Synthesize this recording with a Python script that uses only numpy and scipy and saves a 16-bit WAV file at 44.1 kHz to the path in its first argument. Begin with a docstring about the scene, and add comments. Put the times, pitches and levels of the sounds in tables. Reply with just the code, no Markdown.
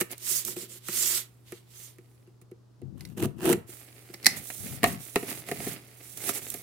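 """Over mains hum and still air, a cardboard box is knocked and shoved on a rubber mat: its modes ring, noise
hisses. A knife then drags through the packing tape: grainy noise with catches and a boom from the box. The last
strip snaps: bright noise bursts, short ringing and a thump through the open box. The flaps are bent open:
creases pop as decaying modes with cracks, while hands and sleeves rub over the board as shaped friction noise."""
import sys
import numpy as np
from scipy import signal
from scipy.fft import rfft, irfft, next_fast_len
from scipy.io import wavfile
from scipy.ndimage import uniform_filter1d

SR = 44100
rng = np.random.default_rng(int(sys.argv[2]) if len(sys.argv) > 2 else 0)


def int16_out(signal):
    """Quantize to a 16-bit WAV file."""
    q = np.round(np.clip(np.atleast_2d(signal).T, -1, 1) * 32767)
    wavfile.write(sys.argv[1], SR, q.astype(np.int16))


N = 291942

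# Closed-box resonances. Each row: frequency in Hz, width in Hz, level in dB.
BOX_MODES = [(128, 27, -14), (186, 22, -5), (245, 47, -8.5), (344, 26, 0), (380, 29, -2.5), (471, 26, -8),
             (694, 47, -18)]
# Hiss of skin or an edge on board. Each row: frequency in Hz, relative level in dB.
SKIN_SPECTRUM = [(2060, -31), (3500, -7), (5130, -11.5), (5530, -4), (5970, -4), (9680, 0.5), (11700, -1),
                 (14900, -3.5), (16000, -6)]
# Knife pulls along the seam. Each row: start, attack, hold, release in seconds, then
# tearing and box boom in dB before trim.
KNIFE_PULLS = [(2.937, 0.065, 0.079, .15, -61, -69), (3.16, 0.02, 0.036, .03, -44.5, -39.5),
               (3.201, .035, 0.016, .02, -37, -29), (3.366, .13, 0.034, .02, -30, -23)]
# Stroke level at its start and end, dB under full: fine hiss, lower board sounds
HISS_EDGE_DB, BODY_EDGE_DB = 38, 25.5


def amp(db):
    """Decibels to gain."""
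    return 10 ** (np.asarray(db) / 20)


def unit(x):
    """Scale to rms 1."""
    return x / np.sqrt(np.mean(x ** 2) + 1e-20)


def burst(x):
    """Scale as if all the energy filled 10 ms at rms 1."""
    energy = np.mean(np.sum(x ** 2, axis=-1))
    return x / np.sqrt(energy / (SR / 100) + 1e-20)


def along(points, hz):
    """Interpolate (Hz, value) points on a log frequency axis."""
    f, v = np.transpose(points)
    return np.interp(np.log(hz + 1), np.log(f + 1), v)


def strokes(table, order, edge_db):
    """Gain per sample from one dB column: bell-curve swell, hold, bell-curve release; powers add."""
    t, energy = np.arange(N) / SR, np.zeros(N)
    for start, attack, hold, release, *levels in table:
        before = (start + attack - t) / attack
        after = (t - start - attack - hold) / release
        easing = np.clip(np.maximum(before, after), 0, 2)
        energy += amp(levels[order] - edge_db * easing ** 2) ** 2
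    return np.sqrt(energy)


def wobble(rate):
    """Random curve with rate knots a second."""
    knots = rng.standard_normal(int(N * rate / SR) + 2)
    return np.interp(np.arange(N) * rate / SR, np.arange(len(knots)), knots)


def filtered(x, response):
    """Multiply the spectrum of x by a response of frequency."""
    n = x.shape[-1]
    m = next_fast_len(n + 8192)
    return irfft(rfft(x, m) * response(np.fft.rfftfreq(m, 1 / SR)), m)[..., :n]


def coloured(x, spectrum, size=2048):
    """Apply a causal minimum-phase filter, its cepstrum folded onto positive time."""
    gain = amp(along(spectrum, np.fft.rfftfreq(size, 1 / SR)))
    cepstrum = irfft(np.log(np.maximum(gain, 1e-6)))
    cepstrum[1:size // 2] *= 2
    cepstrum[size // 2 + 1:] = 0
    impulse = irfft(np.exp(rfft(cepstrum)))
    return signal.oaconvolve(x, impulse[None], axes=1)[:, :x.shape[-1]]


def add(track, s, x):
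    """Mix x into the track at time s."""
    start = max(round(s * SR), 0)
    track[:, start:start + x.shape[-1]] += x[..., :N - start]


def leaning(pair, lean):
    """Tilt left against right by frequency, keeping their mean gain."""
    sides = lambda hz: amp(np.outer([.5, -.5], along(lean, hz)))
    return filtered(pair, lambda hz: sides(hz) / sides(hz).mean(axis=0))


def spread(pair):
    """Turn two unrelated signals into left and right: most alike near 400 Hz, treble to the right."""
    # Each row: frequency in Hz, left-right correlation.
    alike = [(50, -0.5), (150, 0.84), (400, 1), (700, 0.63), (2000, 0.23), (5000, 0.02), (12000, 0.08)]
    # Each row: frequency in Hz, left minus right in dB.
    lean = [(60, 6.5), (110, 5.5), (200, 0), (700, 0), (1300, -2), (2400, -4), (4400, -1), (6000, -1.5),
            (8000, -11.5), (15000, -15)]
    turn = lambda hz: np.arccos(np.clip(along(alike, hz), -1, 1)) / 2
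    mid, side = filtered(pair, lambda hz: np.array([np.cos(turn(hz)), np.sin(turn(hz))]))
    return leaning(np.array([mid + side, mid - side]), lean)


def friction(rate, grain_db, clump_db, clump_rate):
    """Fibres catch and let go: uneven slips (rate a second) over fine hiss, swelling in clumps."""
    at = np.flatnonzero(rng.random(N) < rate / SR)
    noise, grains = rng.standard_normal((2, N)), np.zeros((2, N))
    size_db = 4 * np.minimum(rng.exponential(size=len(at)), 2)
    grains[:, at] = noise[:, at] * amp(size_db)
    clumps = amp(clump_db * wobble(clump_rate))
    return unit((noise + amp(grain_db) * unit(grains)) * clumps)


def patchy(x, depth_db):
    """The contact wanders over the board, so the colour shifts from moment to moment."""
    z = signal.stft(x, nperseg=512)[2]
    field = rng.standard_normal(z.shape[1:])
    for axis in (0, 1):
        field = uniform_filter1d(field, size=9, axis=axis)
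    return signal.istft(z * amp(depth_db * unit(field)), nperseg=512)[1][:, :N]


def puff(t, rise, fall):
    """Two noises that swell and die, time constants in seconds."""
    return rng.standard_normal((2, len(t))) * (1 - np.exp(-(t / rise) ** 2)) * np.exp(-t / fall)


def ringing_on(gain, t60):
    """Let a gain die away no faster than 60 dB in t60 seconds."""
    fall = np.log(1000) * np.arange(N) / SR / t60
    return np.exp(np.maximum.accumulate(np.log(gain + 1e-12) + fall) - fall)


def drumming(slips):
    """Friction drives the closed box's panel resonances, neighbours in opposite phase."""
    def box(f):
        response = 0
        for k, (centre, width, db) in enumerate(BOX_MODES):
            damping = 1j * f * width
            response = response + (-1) ** k * amp(db) * damping / (centre ** 2 - f ** 2 + damping)
        return response
    tone = [(50, -4.0), (130, -0.5), (700, 1.5), (1500, -14.0), (5000, -51)]  # (Hz, dB)
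    return unit(coloured(filtered(slips, box), tone))


def blows(events, modes, focus_db, knock_db, crack_db, tick_db, tick_growth, fall):
    """Each blow rings the modes, most near one resonance, while the crushed board cracks and ticks."""
    # Small panels radiate little bass. Each row: frequency in Hz, gain in dB.
    bass = [(25, -31.5), (60, -18), (110, 1.5), (170, 0.5)]
    # Crushed fibres. Each row: frequency in Hz, relative level in dB.
    crack_spectrum = [(400, -8.5), (700, -1), (1000, -7.5), (1300, -2.5), (1550, -9), (1850, -1),
                      (2250, -3), (2750, -3), (3400, -16), (4100, -8.5), (4900, -16.5), (7000, -21.5),
                      (12000, -41.5)]
    # Treble tick. Each row: frequency in Hz, relative level in dB.
    tick_spectrum = [(3500, -26), (7000, -5), (10000, -1.5), (15500, -11)]
    body, surface, t = np.zeros((2, N)), np.zeros((2, N)), np.arange(SR // 4) / SR
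    hz, level, t60 = np.transpose(modes)[:, :, None]
    signs = (-1) ** np.arange(len(hz))[:, None]  # neighbouring modes start opposite ways
    swing = np.sin(2 * np.pi * hz * t) * signs
    for s, knock, crack, centre_hz in events:
        strength = level + rng.normal(0, 1, hz.shape) - focus_db * np.abs(np.log2(hz / centre_hz))
        ring = np.sum(amp(strength - 60 * t / t60) * swing, axis=0) * (1 - np.exp(-t / 0.00067))
        add(body, s, amp(knock + knock_db) * burst(ring) * np.array([[1], [0]]))  # mid signal only
        settling = amp(-12) * puff(t, 0.0014, 0.0078)  # fibres settle after the crack
        crush = puff(t, 0.0011, fall) + settling
        add(surface, s, amp(crack + crack_db) * burst(coloured(crush, crack_spectrum)))
        tick = tick_growth * crack + tick_db  # a harder crack brings a louder tick
        add(surface, s, amp(tick) * burst(coloured(puff(t, 0.00044, fall), tick_spectrum)))
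    return coloured(body, bass) + surface


def workshop(x, wet_db):
    """Add the room's short answer: a noise tail, each frequency dying at its own speed."""
    # Each row: frequency in Hz, t60 in seconds.
    decay = [(150, 0.14), (1000, 0.39), (4500, 0.24), (14000, 0.22)]
    hz, t, z = signal.stft(rng.standard_normal((2, SR // 2)), SR, nperseg=256)
    tail = signal.istft(z * amp(-60 * t / along(decay, hz)[:, None]), SR, nperseg=256)[1]
    tail = np.pad(tail / np.linalg.norm(tail[0]), ((0, 0), (SR // 300, 0)))  # 1/300 s predelay
    return x + amp(wet_db) * signal.fftconvolve(x, tail, axes=1)[:, :N]


def background():
    """Still air as coloured noise, part shared by both sides, plus a steady mains hum sine."""
    # Each row: frequency in Hz, relative level in dB.
    air_spectrum = [(25, -27), (70, 4), (280, -1), (400, -1), (560, -11), (1200, -15), (2200, -26.5),
                    (5000, -23.5), (15500, -35.5)]
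    air_db, hum_hz, hum_db = -68.5, 120.2, -57.5
    air = unit(coloured(rng.standard_normal((3, N)), air_spectrum))
    hum = np.sqrt(2) * np.sin(2 * np.pi * hum_hz * np.arange(N) / SR)
    return amp(air_db) * (air[0] + amp(4.0) * air[1:]) + amp(hum_db) * hum


def flexing():
    """Low-pitched friction noise makes the loaded walls groan, louder at the mic nearer the pressing hand."""
    # Each row: start, attack, hold, release in seconds, left and right groan in dB before trim.
    presses = [(2.78, 0.068, .55, 0.38, -43, -64), (3.16, .085, 0.011, .06, -33, -34),
               (3.39, 0.11, .03, .14, -42, -39), (4.23, 0.021, 0.15, .07, -49, -45),
               (4.54, .11, 0.044, 0.23, -42, -53), (4.81, 0.026, .03, 0.2, -35, -39),
               (5.13, 0.038, 0.2, .12, -55.5, -50), (5.44, .07, .13, 0.27, -49, -45),
               (5.635, 0.04, .01, .05, -42, -44), (6.11, .06, .4, 0.12, -57.5, -64)]
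    # Each row: frequency in Hz, relative level in dB.
    groan = [(22, -32.5), (55, -15), (100, 2), (175, -1.5), (255, -3), (400, -18), (800, -35), (2000, -72)]
    slips = friction(rate=490, grain_db=-2.0, clump_db=1.4, clump_rate=21)
    left = strokes(presses, order=0, edge_db=31)
    right = strokes(presses, order=1, edge_db=32)
    return amp(1.5) * np.array([left, right]) * unit(spread(coloured(slips, groan)))


def scuffs():
    """A fingertip or an edge skids briefly over the board: a coloured noise puff."""
    # Each row: start in seconds, level in dB, rise and fall time constant in seconds.
    skids = [(.110, -39, .005), (0.179, -45, .0018), (0.449, -31.5, .002), (2.411, -62, 0.0062),
             (3.688, -47, 0.01), (4.357, -33.5, 0.016), (4.874, -39, 0.0026), (5.491, -49, 0.0029),
             (6.17, -38, 0.0046), (6.284, -28, 0.0089), (6.501, -32.5, 0.0019), (6.54, -36, .002)]
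    track, t = np.zeros((2, N)), np.arange(SR // 6) / SR
    for s, db, length in skids:
        add(track, s, amp(db) * burst(coloured(puff(t, length, length), SKIN_SPECTRUM)))
    return track


def rubbing():
    """Skin and sleeves hiss on the flaps; board on board rasps in coarser, clumped slips."""
    # Each row: start, attack, hold, release in seconds, hiss and rasp in dB before trim.
    rubs = [(0, 0.004, 0.0042, 0.033, -29.5, -39.5), (.09, 0.026, 0.0078, 0.033, -41.5, -44.5),
            (1.15, 0.11, 0.86, 0.4, -72.5, -74), (3.65, 0.054, 0.059, 0.17, -49.5, -58),
            (3.75, 0.11, 3.7, 0.11, -59.5, -59.5), (4.22, 0.026, 0.14, 0.063, -51, -49),
            (4.38, 0.083, 0.18, .08, -43.5, -64), (4.56, 0.096, 0.087, 0.079, -44, -49),
            (4.825, 0.026, 0.049, .1, -41, -43.5), (4.97, 0.052, 0.029, 0.21, -46.5, -57),
            (5.13, 0.041, 0.21, .1, -46, -50.5), (5.24, 0.065, .01, 0.053, -40.5, -44),
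            (5.43, 0.06, 0.19, 0.18, -46.5, -48.5), (5.54, 0.12, 0.062, 0.054, -41, -44.5),
            (5.93, .14, 0.22, 0.093, -49, -63), (6.15, .14, 0.0089, 0.05, -32, -40.5),
            (6.3, .065, 0.0085, .04, -34, -42), (6.36, 0.064, 0.11, 0.17, -43.5, -52.5)]
    # Each row: frequency in Hz, relative level in dB.
    rasp_spectrum = [(110, -31), (200, -9), (260, -0.5), (430, -2), (520, -5.5), (720, -6.5), (880, -11.5),
                     (1000, -16), (1200, -10), (1550, -11), (2100, -5), (2700, -8.5), (3500, -13.5),
                     (5000, -12), (8000, -48)]
    fine = patchy(friction(rate=450, grain_db=-12, clump_db=1.7, clump_rate=150), depth_db=1.0)
    coarse = friction(rate=160, grain_db=-2.5, clump_db=2.2, clump_rate=110)
    hiss = strokes(rubs, order=0, edge_db=HISS_EDGE_DB) * unit(coloured(fine, SKIN_SPECTRUM))
    rasp = strokes(rubs, order=1, edge_db=BODY_EDGE_DB) * unit(coloured(coarse, rasp_spectrum))
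    return amp(1.5) * hiss + amp(1.58) * rasp


def sliding():
    """The box's bottom hisses over the mat and scrapes more coarsely; its panels murmur along."""
    # Each row: start, attack, hold, release in seconds, hiss, scrape and murmur in dB before trim.
    shoves = [(.165, 0.17, 0.013, 0.13, -26.5, -40, -52), (.435, 0.027, 0.047, 0.067, -36.5, -46, -45.5),
              (.552, 0.017, 0.051, 0.086, -41.5, -48.5, -48.5),
              (.665, 0.038, 0.074, 0.027, -48, -54.5, -57.5), (.815, 0.21, 0.12, .115, -26.5, -36.5, -51),
              (1.44, 0.048, 0.072, 0.092, -58.5, -59, -69.5), (1.64, .16, 0.043, 0.14, -49, -56, -70.5)]
    # Fine hiss. Each row: frequency in Hz, relative level in dB.
    mat = [(2500, -35.5), (4500, -9.5), (6200, -3), (8500, -2.5), (11000, -4), (15300, -6), (16000, -23.5)]
    # Coarse scrape. Each row: frequency in Hz, relative level in dB.
    scrape_spectrum = [(350, -15), (550, -10), (800, -12), (1300, -4.5), (1650, -4), (2100, 0.5),
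                       (2500, -1.5), (3200, 2.5), (4500, 0.5), (6500, -11), (11000, -26)]
    fine = patchy(friction(rate=1900, grain_db=-12, clump_db=1.5, clump_rate=73), depth_db=2.2)
    slips = friction(rate=1600, grain_db=-6, clump_db=1.4, clump_rate=130)
    hiss = strokes(shoves, order=0, edge_db=HISS_EDGE_DB) * unit(coloured(fine, mat))
    scrape = strokes(shoves, order=1, edge_db=BODY_EDGE_DB) * unit(coloured(slips, scrape_spectrum))
    murmur = strokes(shoves, order=2, edge_db=BODY_EDGE_DB) * drumming(slips)
    return hiss + amp(-0.9) * scrape + amp(-1.0) * murmur


def knocks():
    """Hands and knife bump the closed box; a mode's width sets how long it rings."""
    # Each row: start in seconds, knock and crack in dB before trim, strongest resonance in Hz.
    bumps = [(.010, -28.5, -26.5, 317), (.480, -41.5, -40.5, 370), (.565, -35, -43, 427),
             (.885, -38, -34.5, 230), (1.5215, -38, -43, 406), (1.984, -49, -56, 393),
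             (2.273, -53.5, -66, 380), (2.415, -56, -60.5, 232), (2.514, -42, -59.5, 400),
             (2.817, -43, -61, 650), (3.174, -36, -48, 210), (3.2255, -25, -37, 350),
             (3.455, -30, -30.5, 300), (3.494, -16.5, -47, 340), (3.528, -22.5, -27.5, 358),
             (3.687, -46.5, -79, 360), (4.096, -47, -61.5, 306), (4.139, -49, -45.5, 254)]
    modes = [(hz, db, np.log(1000) / (np.pi * width)) for hz, width, db in BOX_MODES]
    return blows(bumps, modes, focus_db=7.0, knock_db=0.34, crack_db=-2.56,
                 tick_db=1.5, tick_growth=1.108, fall=0.001)


def catches(tear):
    """The blade catches on the tape's fibres at uneven spacing and strength, following the tear."""
    gap_s, level_db, scatter_db = .011, -7, 3  # mean gap; level over the untrimmed tear
    track, t = np.zeros((2, N)), np.arange(SR // 40) / SR
    times = KNIFE_PULLS[0][0] + np.cumsum(gap_s * rng.uniform(.6, 1.4, size=90))
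    for s, db in zip(times, rng.normal(level_db, scatter_db, len(times))):
        click = burst(coloured(puff(t, .0005, .0008), SKIN_SPECTRUM, size=256))
        add(track, s, amp(db) * tear[round(s * SR)] * click)
    return track


def cutting():
    """The blade tears the tape in small jerks; friction drums on the closed box, which rings on."""
    # Each row: frequency in Hz, relative level in dB.
    tear_spectrum = [(350, -38), (600, -10.5), (688, -3.5), (984, -3), (1180, -5.5), (1700, -5.5),
                     (1850, -5.5), (2150, -13.5), (2760, -3), (3830, -13.5), (5120, -15.5), (9760, -12.5),
                     (12500, -13), (14900, -12), (16000, -31)]
    jerks = patchy(friction(rate=700, grain_db=-1, clump_db=3, clump_rate=260), depth_db=1.5)
    shudder = friction(rate=940, grain_db=-8, clump_db=0.3, clump_rate=66)
    tear = strokes(KNIFE_PULLS, order=0, edge_db=43)
    boom = ringing_on(strokes(KNIFE_PULLS, order=1, edge_db=46), t60=0.14)
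    tearing = amp(0.2) * tear * unit(coloured(jerks, tear_spectrum))
    return tearing + catches(tear) + amp(1.4) * boom * drumming(shudder)


def pops():
    """The tape's last snap thumps the open box; then creases give way and flaps slip past each other, ringing
    it."""
    # Each row: start in seconds, knock and crack in dB before trim, strongest resonance in Hz. # The first row
    # is the tape's last snap thumping the box; the others are creases and flaps.
    flap_hits = [(4.268, -33.5, -34.5, 230), (4.501, -50.5, -36, 290), (4.8315, -22, -23, 343),
                 (4.8402, -17, -15, 664), (4.860, -24.5, -35, 694), (4.872, -28.5, -38, 268),
                 (5.158, -18.5, -20.5, 410), (5.228, -31.5, -45, 403), (5.288, -46, -44.5, 270),
                 (5.314, -38, -40, 282), (5.487, -35, -38, 480), (5.514, -26, -32, 460),
                 (5.602, -37.5, -46, 450), (5.667, -28, -57, 324), (6.291, -34.5, -28.5, 410),
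                 (6.543, -39, -43, 444)]
    # Open-box modes. Each row: frequency in Hz, level in dB, t60 in seconds.
    flap_modes = [(178, -3, 0.083), (265, -0.5, 0.058), (374, 0, 0.03), (408, -1.5, 0.057),
                  (470, -3.5, 0.026), (544, -15.5, 0.049), (685, -2, 0.063), (756, -5, 0.04),
                  (1240, -4, 0.046), (1300, -11.5, 0.038), (1870, 10.5, .04), (2190, 5, .04)]
    return blows(flap_hits, flap_modes, focus_db=11.0, knock_db=-1.5, crack_db=-2.3,
                 tick_db=-16.5, tick_growth=0.7, fall=0.0017)


def snaps():
    """Taut tape parts with a bright crack and a short ring, drawn separately for each side."""
    # Each row: start in seconds, level in dB.
    breaks = [(3.0075, -47), (3.051, -46), (4.142, -42), (4.228, -48.5), (4.245, -35), (4.2583, -20),
              (4.265, -11), (4.2672, -22.5)]
    # Crack. Each row: frequency in Hz, relative level in dB.
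    tape_spectrum = [(200, -38), (450, -30), (700, -7.5), (1050, -18.5), (1450, -12.5), (1800, -3),
                     (2060, 2), (2450, -5), (3000, -12), (3550, -10), (4000, 0), (4450, 0.5), (4900, 1),
                     (7000, -10.5), (10800, -6.5), (16000, -18)]
    # Taut strip and the flap it holds. Each row: frequency in Hz, level in dB, t60 in seconds.
    tape_modes = [(2030, 0, .07), (3930, -9, .05), (4100, -7, .05), (4920, -7, .05), (5450, -11, .04),
                  (7120, -12, .04)]
    # Each row: frequency in Hz, left minus right in dB.
    tape_lean = [(200, 12.5), (2400, -1.5), (4400, -2), (8000, -3), (15000, -17)]
    ring_db = -10.5  # relative to the crack
    track, t = np.zeros((2, N)), np.arange(SR // 10) / SR
    hz, level, t60 = np.transpose(tape_modes)[:, :, None]
    for s, db in breaks:
        phase = rng.uniform(0, 2 * np.pi, (2, len(hz), 1))
        ring = np.sum(amp(level - 60 * t / t60) * np.sin(2 * np.pi * hz * t + phase), axis=1)
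        crack = coloured(puff(t, 0.00054, 0.0031), tape_spectrum, size=256)
        add(track, s, amp(db) * (burst(crack) + amp(ring_db) * burst(ring)))
    crosstalk = 0.1 * track[::-1]  # each microphone catches part of the other's sound
    return leaning(track + crosstalk, tape_lean)


def scene():
    """All the handling at the bench, in the room."""
    contact = rubbing() + scuffs() + sliding() + knocks() + cutting() + pops()
    handling = spread(contact) + flexing()
    return background() + workshop(handling, wet_db=-14.5) + workshop(snaps(), wet_db=-13.5)


def record(dry):
    """Clip at full scale, then low-pass at 16.1 kHz with a 300 Hz wide slope."""
    top_hz, slope_hz = 16100, 300
    return filtered(np.clip(dry, -1, 1), lambda hz: np.clip((top_hz - hz) / slope_hz + .5, 0, 1))


dry = scene()
out = record(dry)
int16_out(out)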